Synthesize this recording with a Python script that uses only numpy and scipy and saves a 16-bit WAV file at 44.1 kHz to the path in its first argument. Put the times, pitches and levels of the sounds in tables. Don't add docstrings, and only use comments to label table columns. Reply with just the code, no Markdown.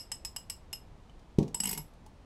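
import sys
import numpy as np
from scipy import signal
from scipy.fft import rfft, irfft
from scipy.io import wavfile

SR = 44100
rng = np.random.default_rng(int(sys.argv[2]) if len(sys.argv) > 2 else 0)


def nominal_scale(level):
    x = np.asarray(level, float) / 20
    return 10 ** x


def dump_mix(stems):
    frames = np.atleast_2d(stems).T
    limited = np.clip(frames, -1, 1)
    pcm = np.round(limited * 32767).astype(np.int16)
    wavfile.write(sys.argv[1], SR, pcm)


N = 99269
LEAD = 2048
M = N + LEAD

# start_s, then ring level_db of the main, low, mid and top families
SLOW_CLICKS = [
    (-.012, -41, -51.5, -35, -64),
    (0.1178, -32, -47.5, -40, -67),
    (0.25, -36.5, -53, -39.5, -51),
    (0.3634, -40, -39, -42, -57),
    (0.4997, -32.5, -44, -40.5, -58),
    (0.7303, -43, -45, -38.5, -52),
]
QUICK_CLICKS = [
    (1.5454, -29.5, -43.5, -43.5, -61),
    (1.6021, -28.5, -45, -38, -47),
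    (1.6362, -32, -37.5, -51, -48.5),
    (1.6551, -37.5, -35.5, -49, -44.5),
    (1.6726, -49, -46, -43, -44),
    (1.6923, -35.5, -56, -40.5, -38),
    (1.7119, -39, -62, -61, -42),
    (1.7301, -40, -47, -46, -41),
    (1.7771, -40.5, -48.5, -46.5, -45),
]
# pitch_hz, level_db, t60_s
LOW_MODES = [(2814, -1.5, 0.1), (2894, 5, 0.045), (3086, -5, .05)]
MID_MODES = [(4955, -3.5, .08), (5121, 0.5, 0.11), (5150, 1, 0.11), (5420, -0.5, 0.073), (5490, -11.5, .05)]
MAIN_MODES = [(7460, -12, 0.13), (7790, 5, 0.038), (8007, 6.5, 0.045), (8260, -31, 0.073),
              (7380, -15.5, 0.078), (8580, -13, 0.063)]
HIGH_MODES = [(11090, 0.5, .1), (11290, 1, 0.11), (11335, 0, 0.033)]
TOP_MODES = [(13950, -8, 0.12), (14520, 2, .08), (14600, -8, 0.054)]
# pitch_hz, level_db, t60_s
GRIT_MODES = [(2170, -53.5, 0.019), (2504, -51, .012), (3300, -52.5, 0.0073), (4660, -52.5, 0.0092),
              (5560, -43.5, 0.0059), (6760, -50.5, 0.024), (8450, -50, 0.015), (9800, -56.5, 0.0071),
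              (10600, -47, 0.0076), (11900, -52, 0.0087), (14700, -55, .015)]
# pitch_hz, level_db, t60_s
HANDLE_MODES = [(153, -54, 0.11), (201.5, -50.5, 0.14), (294, -57.5, 0.065), (396, -54.5, 0.051),
                (763, -58.5, 0.07), (925, -53.5, 0.087), (2130, -51, 0.014)]
KNOCK_MODES = [(95, -50, 0.14), (154.1, -29.5, 0.38), (206.3, -21.5, 0.3), (238, -19, 0.04), (296, -40, .1),
               (333, -21.5, 0.073), (391, -16.5, 0.061), (467.5, -39.5, 0.3), (569, -41, 0.13),
               (634, -50, 0.21), (791, -43, 0.09), (912, -41.5, 0.055)]
# start_s, peak level_db, brightness centre pitch_hz
LOOSE_TICKS = [
    (1.0964, -56.5, 3000),
    (1.1954, -55.5, 3600),
    (1.3865, -30, 3520),
    (1.4299, -37, 2960),
    (1.481, -42, 3700),
    (1.9374, -58.5, 5100),
    (2.0637, -48.5, 4800),
]
# pitch_hz, level_db (per Hz)
CRACK_SPECTRUM = [(500, -43), (850, 2.5), (1300, -6.5), (2300, -0.5), (4000, -5.5), (7500, -0.5),
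                  (11000, -4), (13000, -10.5)]
BENCH_SPECTRUM = [(70, -10.5), (150, 6), (230, 1), (420, -6.5), (700, -18), (1200, -31)]
AIR_SPECTRUM = [(50, 4), (154, -5), (400, -13.5), (900, -16), (1500, -25.5), (3840, -31.5), (9000, -41.5),
                (15000, -56)]

KNOCK_S = 1.3862


def rms_one(x):
    return x / np.sqrt(np.mean(x ** 2) + 1e-20)


def at(s):
    return np.round(np.asarray(s) * SR).astype(int) + LEAD


def train(s, size):
    x = np.full(M, 1e-18)
    np.add.at(x, at(s), size)
    return x


def ring(x, hz, t60):
    radius = nominal_scale(-60 / (t60 * SR))
    angle = 2 * np.pi * hz / SR
    return signal.lfilter([0, np.sin(angle)], [1, -2 * radius * np.cos(angle), radius ** 2], x)


def ring_all(x, modes):
    return sum(nominal_scale(db) * ring(x, hz, t60) for hz, db, t60 in modes)


def fade(s, db, t60):
    return signal.lfilter([1], [1, -nominal_scale(-60 / (t60 * SR))], train(s, nominal_scale(db)))


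def coloured(points):
    hz, db = np.transpose(points)
    f = np.maximum(np.fft.rfftfreq(M, 1 / SR), 1)
    gain = nominal_scale(np.interp(np.log(f), np.log(hz), db, left=-60, right=-60))
    return rms_one(irfft(rfft(rng.standard_normal(M)) * gain, M))


def soft(x, hz):
    r = np.exp(-2 * np.pi * hz / SR)
    return signal.lfilter([(1 - r) ** 2], [1, -2 * r, r * r], x)


def random_touches(per_s):
    return (rng.random(M) < per_s / SR) * rng.standard_normal(M)


def pawl():
    rise_s, hold_s, seat_s, seated_db = 0.0032, 0.0071, 0.0044, -6.5
    spread_db, detune = 2.5, .005
    rough_db, rough_hz = 4.0, 120
    s, main, low, mid, top = np.transpose(SLOW_CLICKS + QUICK_CLICKS)
    high = np.repeat([-47.5, -39.5], [len(SLOW_CLICKS), len(QUICK_CLICKS)])  # dB, slow and quick
    start = s - .001

    crack_db = -35 + 0.18 * (main + 33)
    out = fade(start, crack_db, 0.029) * coloured(CRACK_SPECTRUM)
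    snap = coloured([(11000, 3), (13000, 0), (16500, -8)])
    out = out + fade(start, crack_db - 8, 0.0087) * snap

    t = np.arange(SR // 8) / SR
    seating = nominal_scale(seated_db * np.clip((t - hold_s) / seat_s, 0, 1))
    shape = np.minimum(t / rise_s, 1) * seating
    where = at(start)[:, None] + np.arange(len(t))
    families = [(LOW_MODES, low), (MID_MODES, mid), (MAIN_MODES, main), (HIGH_MODES, high), (TOP_MODES, top)]
    for modes, db in families:
        for hz, mode_db, t60 in modes:
            vary, shift, phase = rng.uniform(-1, 1, (3, len(s), 1))
            flutter = rms_one(soft(rng.standard_normal((len(s), len(t))), rough_hz))
            level_db = db[:, None] + mode_db + spread_db * vary + rough_db * flutter
            wave = np.sin(2 * np.pi * hz * (1 + detune * shift) * t + np.pi * phase)
            np.add.at(out, where, nominal_scale(level_db - 60 * t / t60) * shape * wave)
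    return out


def grit():
    start_s, end_s, touches_per_s = 1.635, 1.75, 430
    t = (np.arange(M) - LEAD) / SR
    on = np.clip((t - start_s) / 0.0082, 0, 1) * np.clip((end_s - t) / 0.01 + 1, 0, 1)
    return sum(ring_all(on * random_touches(touches_per_s) + 1e-18, [mode]) for mode in GRIT_MODES)


def handle():
    start_s, end_s, jolts_per_s = 1.645, 1.8, 180
    t = (np.arange(M) - LEAD) / SR
    jolting = (t > start_s) & (t < end_s)
    jolt_on = jolting * (rng.random(M) < jolts_per_s / SR)
    s = np.transpose(QUICK_CLICKS)[0]
    out = 0
    for mode in HANDLE_MODES:
        jolts = jolt_on * rng.standard_normal(M)
        clicks = train(s, 2.4 * rng.standard_normal(len(s)))
        out = out + ring_all(jolts + clicks, [mode])
    return out


def knock():
    contact_hz, lean_hz, lean_s, bounce_s = 300, 120, 0.0034, 0.00582
    lean = soft(train([KNOCK_S - lean_s], .6), lean_hz)
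    blow = train([KNOCK_S, KNOCK_S + bounce_s], [1, 0.15])
    push = soft(lean - blow, contact_hz)
    rings = sum((1 + (mode[0] / contact_hz) ** 2) * ring_all(push, [mode]) for mode in KNOCK_MODES)
    bench = soft(fade([KNOCK_S], -27, .3), 40.0) * coloured(BENCH_SPECTRUM)
    return rings + bench


def ticks():
    white = rng.standard_normal(M)
    out = 0
    for s, db, hz in LOOSE_TICKS:
        band = signal.butter(2, [hz / 1.8, hz * 2.2], "band", fs=SR)
        out = out + fade([s - .001], db - 5.5, 0.045) * signal.lfilter(*band, white)
    first_s, first_db, _ = LOOSE_TICKS[0]
    brief_ring = ring(train([first_s], nominal_scale(first_db + 3.5)), 3000, 0.027)
    tap = ring(train([LOOSE_TICKS[-1][0]], nominal_scale(-50)), 863, 0.057)
    return out + brief_ring + tap


def room(x):
    level_db, t60_s, wall_cut_hz = -8.5, 0.21, 24000
    t = np.arange(SR // 2) / SR
    arrival = np.clip(t / 0.0028 - .4, 0, 1)
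    tail = soft(rng.standard_normal(len(t)) * nominal_scale(-60 * t / t60_s) * arrival, wall_cut_hz)
    return nominal_scale(level_db) * signal.fftconvolve(x, tail / np.sqrt(np.sum(tail ** 2)))[:M]


def air():
    lumps = rms_one(soft(rng.standard_normal(M), 18.0))
    band = signal.butter(2, [18, 45], "band", fs=SR, output="sos")
    rumble = rms_one(signal.sosfilt(band, rng.standard_normal(M)))
    return nominal_scale(-56) * coloured(AIR_SPECTRUM) + nominal_scale(-57 + 1.5 * lumps) * rumble


def scene():
    sources = pawl() + grit() + ticks() + knock() + handle()
    return (sources + room(sources) + air())[None, LEAD:]


def roll_off(x):
    return signal.sosfilt(signal.butter(12, 16490, fs=SR, output="sos"), x)


def record(dry):
    top_cut = signal.butter(8, 16000, fs=SR, output="sos")
    mix = signal.sosfilt(top_cut, dry)
    return roll_off(mix)


dry = scene()
out = record(dry)
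dump_mix(out)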